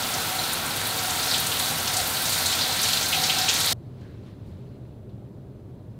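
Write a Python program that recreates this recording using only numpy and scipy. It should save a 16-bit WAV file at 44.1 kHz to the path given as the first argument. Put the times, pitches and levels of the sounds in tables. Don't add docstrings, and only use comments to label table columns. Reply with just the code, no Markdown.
import sys
import numpy as np
from scipy import signal
from scipy.fft import rfft, irfft
from scipy.io import wavfile
from scipy.ndimage import uniform_filter1d

SR = 44100
rng = np.random.default_rng(int(sys.argv[2]) if len(sys.argv) > 2 else 0)


def level_to_linear(level):
    exponent = np.asarray(level, float) / 20
    return 10 ** exponent


def wav_record(signal):
    frames = np.transpose(np.atleast_2d(signal))
    bounded = np.clip(frames, -1, 1)
    quanta = np.round(bounded * 32767).astype(np.int16)
    wavfile.write(sys.argv[1], SR, quanta)


N = 264156
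CUT_S, CUT_FADE_S = 3.7308, 0.002

# frequency in Hz, level in dB per Hz.
VENT_SPECTRUM = [(11, -44), (25, -13), (48, -17.5), (123, -2), (155, -13.5), (173, -11.5), (230, -11),
                 (332, -17.5), (480, -21.5), (619, -25), (1150, -37.5), (1410, -41), (3110, -58.5),
                 (16000, -69.5)]
# frequency in Hz, width in Hz, lift in dB.
DUCT_MODES = [(75, 13, 4), (121, 64, 5), (197, 25, 4), (330, 25, 4), (395, 44, 7), (603, 29, 5.5)]
# frequency in Hz, level in dB per Hz.
CLOTH_SPECTRUM = [(590, -16), (1000, -3.5), (1300, -6.5), (2400, -10), (4100, -9.5), (5500, -19.5),
                  (16000, -35.5)]
# time in seconds, rustle level in dB.
ROBE_MOTION = [
    (3.76, -71),
    (4.0, -63),
    (4.03, -61),
    (4.2, -64),
    (4.28, -59.5),
    (4.38, -66),
    (4.55, -63.5),
    (5.1, -72),
    (5.96, -71),
]
# start in seconds, peak in dB, centre in Hz, length in seconds, width in octaves.
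CLOTH_CREASES = [
    (4.009, -55, 3960, .015, .7),
    (4.012, -54, 1630, .14, .12),
    (4.262, -54, 2520, 0.035, 0.8),
    (4.46, -62, 6000, .07, 1.1),
    (5.092, -55.5, 3310, 0.011, 0.36),
]
# start in seconds, peak in dB, centre in Hz, length in
# seconds, width in octaves.
LOW_SWELLS = [
    (4.47, -23.5, 90, 0.05, 0.88),
    (5.972, -20.5, 121, 0.085, 0.33),
]

# frequency in Hz, level in dB per Hz.
WASH_SPECTRUM = [(8.2, -53.5), (14, -24), (53, -15.5), (87, -1), (162, -4), (204, -8), (246, -5.5),
                 (390, -9.5), (458, -11.5), (663, -8.5), (744, -3.5), (1210, -10.5), (1330, -9),
                 (2360, -9.5), (3500, -7.5), (4550, -32), (7700, -120)]
# frequency in Hz, width in Hz, lift over the wash in dB.
STALL_MODES = [(40, 11, 8), (102, 20, 2.5), (162, 18, 4), (238, 11, 6), (455, 11, 11), (524, 34, 6),
               (633, 40, 5.5), (944, 20, 7.5), (1038, 15, 6), (1125, 11, 11), (1311, 18, 2), (1449, 140, 4),
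               (1567, 30, 8.5)]
# centre time in seconds, peak in dB, length in seconds.
TRAP_GULPS = [(0, -43.5, .04), (0.168, -43, 0.059), (0.36, -37, 0.072), (1.107, -39, 0.15),
              (1.37, -42, 0.039), (1.724, -43, 0.037), (1.985, -35, 0.052), (2.4, -46.5, .04),
              (2.692, -39, 0.034), (2.874, -43.5, 0.051), (3.191, -33, 0.053), (3.314, -37.5, 0.047),
              (3.425, -36, .06)]
# frequency in Hz, level in dB per Hz.
PATTER_SPECTRUM = [(1000, -35), (1800, -5.5), (2400, -7.5), (3000, -11.5), (3700, 1.5), (4400, 2),
                   (5100, -6.5), (6500, -7), (9000, -8.5), (12000, -34.5)]
# frequency in Hz, level in dB per Hz.
SPRAY_SPECTRUM = [(3000, -29.5), (5000, -2), (7000, -5), (8800, -0.5), (10800, -2.5), (13000, -1.5),
                  (15000, -3), (17000, -6)]
# time in seconds, run-off in dB, mist in dB.
RUNOFF_MIST = [(0, -32.5, -32.5), (.3, -32.5, -31.5), (.7, -32, -34), (1.1, -31, -31), (1.28, -29, -31),
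               (1.35, -24.5, -32), (1.43, -31.5, -31), (1.7, -29.5, -30), (1.82, -33, -31.5),
               (1.98, -29, -31.5), (2.12, -32.5, -29), (2.36, -26.5, -29), (2.66, -29, -32.5),
               (2.85, -26, -31), (3.08, -30, -32.5), (3.16, -27, -30.5), (3.45, -27.5, -33.5),
               (3.71, -25, -30)]
# start in seconds, peak in dB, centre in Hz.
SPRAY_SPITS = [(0.2724, -23, 12700), (0.2912, -18, 14200), (0.5307, -14, 10300), (0.7643, -16.5, 11900),
               (0.8525, -22.5, 11400), (0.8689, -16, 11500), (1.0333, -20.5, 11800), (1.3804, -19.5, 10200),
               (1.3972, -14.5, 12300), (1.4674, -18, 10200), (1.5933, -16, 9950), (1.934, -20, 13700),
               (1.9679, -24.5, 12100), (1.9994, -23, 13700), (2.0734, -16.5, 13500), (2.2194, -19.5, 12800),
               (2.2932, -17, 9980), (2.3304, -22, 9960), (2.385, -19.5, 10900), (2.4634, -21.5, 11100),
               (2.8294, -18.5, 10300), (2.8968, -19.5, 12800), (2.9334, -16.5, 12500), (3.0554, -23, 10500),
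               (3.0864, -18, 12400), (3.3854, -19, 9870), (3.5379, -16, 10800), (3.6028, -16.5, 9880),
               (3.6591, -16, 9830), (3.7264, -20, 10200)]
# start in
# seconds, peak in dB, centre in Hz.
SPLAT_BRIGHT_PARTS = [(0.1376, -16, 6050), (1.1044, -18, 7170), (1.2291, -17, 5400), (1.3793, -21, 5860),
                      (1.4666, -15.5, 7920), (1.5933, -17, 7620), (1.8731, -17, 5560), (1.9385, -17, 6870),
                      (1.9669, -13, 7560), (2.2543, -15, 6360), (2.3264, -15, 7690), (2.4578, -11.5, 6980),
                      (2.5124, -20, 6820), (2.83, -13, 6150), (2.9274, -16.5, 6020), (3.0275, -14, 6390),
                      (3.237, -11, 5580), (3.3842, -13, 5470), (3.488, -8, 6050), (3.6067, -15.5, 6030),
                      (3.7219, -13.5, 5580)]
# start in seconds, peak in dB, centre in Hz, width in octaves.
FLOOR_SPLATS = [(0.1474, -22, 3720, 0.25), (0.3885, -13.5, 4100, 0.11), (0.4378, -17, 4170, 0.17),
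                (0.854, -18.5, 3870, 0.27), (1.1942, -18.5, 4000, 0.27), (1.2815, -17.5, 4960, 0.33),
                (1.3112, -12, 4240, 0.27), (1.3398, -9.5, 3520, 0.31), (1.5976, -14.5, 3920, 0.21),
                (1.8735, -14.5, 3760, 0.41), (1.94, -21, 4240, 0.32), (1.9673, -15, 4500, 0.32),
                (2.324, -17.5, 4540, 0.24), (2.4195, -18.5, 4100, 0.34), (2.4583, -16.5, 4350, 0.27),
                (2.5252, -11, 3780, 0.51), (2.5842, -14, 4100, 0.45), (2.6111, -9, 4020, 0.28),
                (2.7926, -12.5, 4070, 0.35), (2.837, -11.5, 4450, 0.7), (2.8878, -13.5, 3470, 0.6),
                (2.9327, -11, 3680, 0.34), (2.9692, -14, 4010, 0.27), (3.2342, -11.5, 3950, 0.27),
                (3.3394, -17.5, 4410, 0.24), (3.3835, -18.5, 3640, 0.22), (3.4117, -12.5, 4100, 0.31),
                (3.6047, -14, 3870, 0.27), (3.6448, -20, 4250, 0.21), (3.672, -12, 3890, 0.27)]
# start in seconds, peak in dB, centre in Hz, length in seconds, width in octaves.
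WATER_HANDFULS = [
    (1.516, -16, 3400, 0.02, 0.35),
    (1.7744, -24, 2960, 0.013, 0.38),
    (2.167, -21, 3400, 0.02, 0.38),
    (2.852, -13, 3220, 0.011, 0.38),
    (3.126, -11, 3150, 0.031, 0.46),
    (3.296, -9, 3160, 0.015, 0.38),
    (3.4827, -8, 3340, 0.02, 0.43),
]
# start in seconds, level in dB, centre in Hz.
CHANNEL_SLIPS = [
    (.005, -22, 10200),
    (.401, -20, 6400),
    (.401, -21, 12200),
    (.633, -22, 13200),
    (1.492, -19, 13700),
    (1.655, -17, 7460),
    (2.677, -24, 13000),
    (2.769, -18, 7460),
    (2.769, -20, 10200),
    (2.769, -18.5, 14700),
]

VENT_DB, VENT_SAG_DB_PER_S = -39.5, 0.3
MIC_NOISE_DB, CONVERTER_HISS_DB = -76.5, -76.5
WASH_DB = -31 - 0.47
TRAP_HZ, TRAP_WIDTH_HZ, TRAP_DB = 748, 45, -49
TRAY_HZ, TRAY_WIDTH_HZ, TRAY_DB = 1340, 150, -41.5
TRAY_SAG_DB_PER_S = 0.35
SPIT_S, SPIT_OCTAVES = 0.012, 0.45
SLAP_S, SLAP_OCTAVES = 0.012, 0.33
SPLAT_S = 0.012
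STRAYS_PER_S, STRAY_DB = 14, 9
STRAY_LOW_HZ, STRAY_RANGE_OCTAVES, STRAY_WIDTH_OCTAVES = 3500, 1.9, 0.3
SLIP_S, SLIP_OCTAVES = 0.0119, 0.076
BAND_EDGE_HZ = 15780


def evened(x):
    return x / np.sqrt(np.mean(x ** 2) + 1e-20)


def read(points, hz):
    f, value = np.transpose(points)
    return np.interp(np.log(hz + 1), np.log(f + 1), value)


def curve(rows, column):
    rows = np.array(rows)
    return np.interp(np.arange(N) / SR, rows[:, 0], rows[:, column])


def alike(rows, length_s, octaves):
    return [(*row, length_s, octaves) for row in rows]


def coloured(x, points, modes=()):
    hz = np.fft.rfftfreq(len(x), 1 / SR)
    db = read(points, hz)
    for mode_hz, width_hz, lift_db in modes:
        db = db + lift_db / (1 + (2 * (hz - mode_hz) / width_hz) ** 2)
    return evened(irfft(rfft(x) * level_to_linear(db), len(x)))


def drops(per_s, spread_db, hiss):
    sizes = level_to_linear(spread_db * np.minimum(rng.exponential(1, N), 5)) * rng.standard_normal(N)
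    clicks = evened(sizes * (rng.random(N) < per_s / SR))
    return clicks + hiss * rng.standard_normal(N)


def patchy(x, depth_db, frames, bins):
    z = signal.stft(x, nperseg=256, noverlap=192)[2]
    field = rng.standard_normal(z.shape[::-1])
    field = uniform_filter1d(field, frames, 0)
    field = evened(uniform_filter1d(field, bins, 1)).T
    y = signal.istft(z * level_to_linear(depth_db * field), nperseg=256, noverlap=192)[1]
    return evened(y[:N])


def bursts(rows, rise_s, tail_db, tail_s, lumpy_db):
    out, t = np.zeros(N + SR), np.arange(8192) / SR
    hz = np.fft.rfftfreq(len(t), 1 / SR)
    noises = rng.standard_normal((len(rows), 2, len(t)))
    for (start_s, peak_db, centre_hz, length_s, octaves), (grain, lump) in zip(rows, noises):
        band = np.exp(-0.5 * (np.log2((hz + 1) / centre_hz) / octaves) ** 2)
        lumps = level_to_linear(lumpy_db * evened(uniform_filter1d(lump, size=40)))
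        tail = level_to_linear(tail_db - 60 * t / tail_s)
        shape = np.exp(-(t / length_s) ** 2) * lumps + tail
        rise = np.minimum(t / rise_s, 1)
        burst = evened(irfft(rfft(grain) * band, len(t))) * shape * rise
        first = max(round((start_s - rise_s / 2) * SR), 0)
        out[first:first + len(t)] += level_to_linear(peak_db - 13.5) * burst
    return out[:N]


def hollow(hz, width_hz, per_s):
    feed = drops(per_s, spread_db=1.9, hiss=1.9)
    ring = coloured(feed, [(20, -64.0), (20000, -60.0)], [(hz, 3 * width_hz, 45)])
    power = uniform_filter1d(ring ** 2, size=1800)
    return evened(ring / (power + 0.05) ** 0.35)


def ventilation():
    db = VENT_DB - VENT_SAG_DB_PER_S * (np.arange(N) / SR - CUT_S)
    return level_to_linear(db) * coloured(rng.standard_normal(N), VENT_SPECTRUM, DUCT_MODES)


def robe():
    cloth = coloured(drops(3000, spread_db=1.6, hiss=8.2), CLOTH_SPECTRUM)
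    cloth = patchy(cloth, depth_db=1.5, frames=16, bins=8)
    creases = bursts(CLOTH_CREASES, rise_s=0.004, tail_db=-2, tail_s=0.5, lumpy_db=1.5)
    return level_to_linear(curve(ROBE_MOTION, 1)) * cloth + creases


def low_swells():
    return bursts(LOW_SWELLS, rise_s=0.025, tail_db=-20, tail_s=0.3, lumpy_db=0)


def quiet_room():
    return ventilation() + robe() + low_swells() + level_to_linear(MIC_NOISE_DB) * rng.standard_normal(N)


def wash():
    return level_to_linear(WASH_DB) * coloured(drops(2500, spread_db=3.4, hiss=2.4), WASH_SPECTRUM, STALL_MODES)


def drain_trap():
    t, level = np.arange(N) / SR, level_to_linear(TRAP_DB)
    for centre_s, peak_db, length_s in TRAP_GULPS:
        level = level + level_to_linear(peak_db) * np.exp(-((t - centre_s) / length_s) ** 2)
    return level * hollow(TRAP_HZ, TRAP_WIDTH_HZ, per_s=300)


def tray():
    db = TRAY_DB - TRAY_SAG_DB_PER_S * np.arange(N) / SR
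    return level_to_linear(db) * hollow(TRAY_HZ, TRAY_WIDTH_HZ, per_s=970)


def streams(runoff_db):
    patter = coloured(drops(4000, spread_db=4.1, hiss=2.2), PATTER_SPECTRUM)
    patter = patchy(patter, depth_db=1.37, frames=14, bins=9)
    spray = coloured(drops(5000, spread_db=1.9, hiss=0.89), SPRAY_SPECTRUM)
    spray = patchy(spray, depth_db=0.8, frames=8, bins=25)
    return level_to_linear(runoff_db - 1.0) * patter + level_to_linear(curve(RUNOFF_MIST, 2) - 0.5) * spray


def stray_splashes(runoff_db):
    when, size, pitch = rng.random((round(STRAYS_PER_S * CUT_S), 3)).T
    start_s = when * CUT_S
    db = runoff_db[(start_s * SR).astype(int)] + STRAY_DB - 6 * size
    centre_hz = STRAY_LOW_HZ * 2 ** (STRAY_RANGE_OCTAVES * pitch ** 2)
    rows = alike(np.transpose([start_s, db, centre_hz]), SLAP_S, STRAY_WIDTH_OCTAVES)
    return bursts(rows, rise_s=0.003, tail_db=-3.5, tail_s=0.26, lumpy_db=2.5)


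def spits():
    rows = alike(SPRAY_SPITS, SPIT_S, SPIT_OCTAVES)
    return level_to_linear(-1.0) * bursts(rows, rise_s=0.005, tail_db=-3.5, tail_s=0.13, lumpy_db=4.0)


def splats():
    rows = [(s, db, hz, SPLAT_S, octaves) for s, db, hz, octaves in FLOOR_SPLATS]
    rows += alike(SPLAT_BRIGHT_PARTS, SLAP_S, SLAP_OCTAVES)
    rows += list(WATER_HANDFULS)
    return level_to_linear(-1.0) * bursts(rows, rise_s=0.005, tail_db=-4.5, tail_s=0.71, lumpy_db=1.5)


def shower():
    runoff_db = curve(RUNOFF_MIST, 1)
    steady = wash() + drain_trap() + tray() + streams(runoff_db)
    return steady + stray_splashes(runoff_db) + spits() + splats()


def scene():
    fade = np.clip((np.arange(N) / SR - CUT_S) / CUT_FADE_S + 0.5, 0, 1)
    return np.tile((1 - fade) * shower() + fade * quiet_room(), (2, 1))


def low_pass(x):
    return signal.sosfilt(signal.butter(12, 15740, fs=SR, output="sos"), x)


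def record(dry):
    rows = alike(CHANNEL_SLIPS, SLIP_S, SLIP_OCTAVES)
    slips = bursts(rows, rise_s=0.009, tail_db=-70, tail_s=0.1, lumpy_db=0)
    hiss = level_to_linear(CONVERTER_HISS_DB) * rng.standard_normal(dry.shape)
    lowpass = signal.firwin(511, BAND_EDGE_HZ, window=("kaiser", 9), fs=SR)
    mix = signal.oaconvolve(dry + hiss + np.array([slips, -slips]), lowpass[None], "same")
    return low_pass(mix)


dry = scene()
out = record(dry)
wav_record(out)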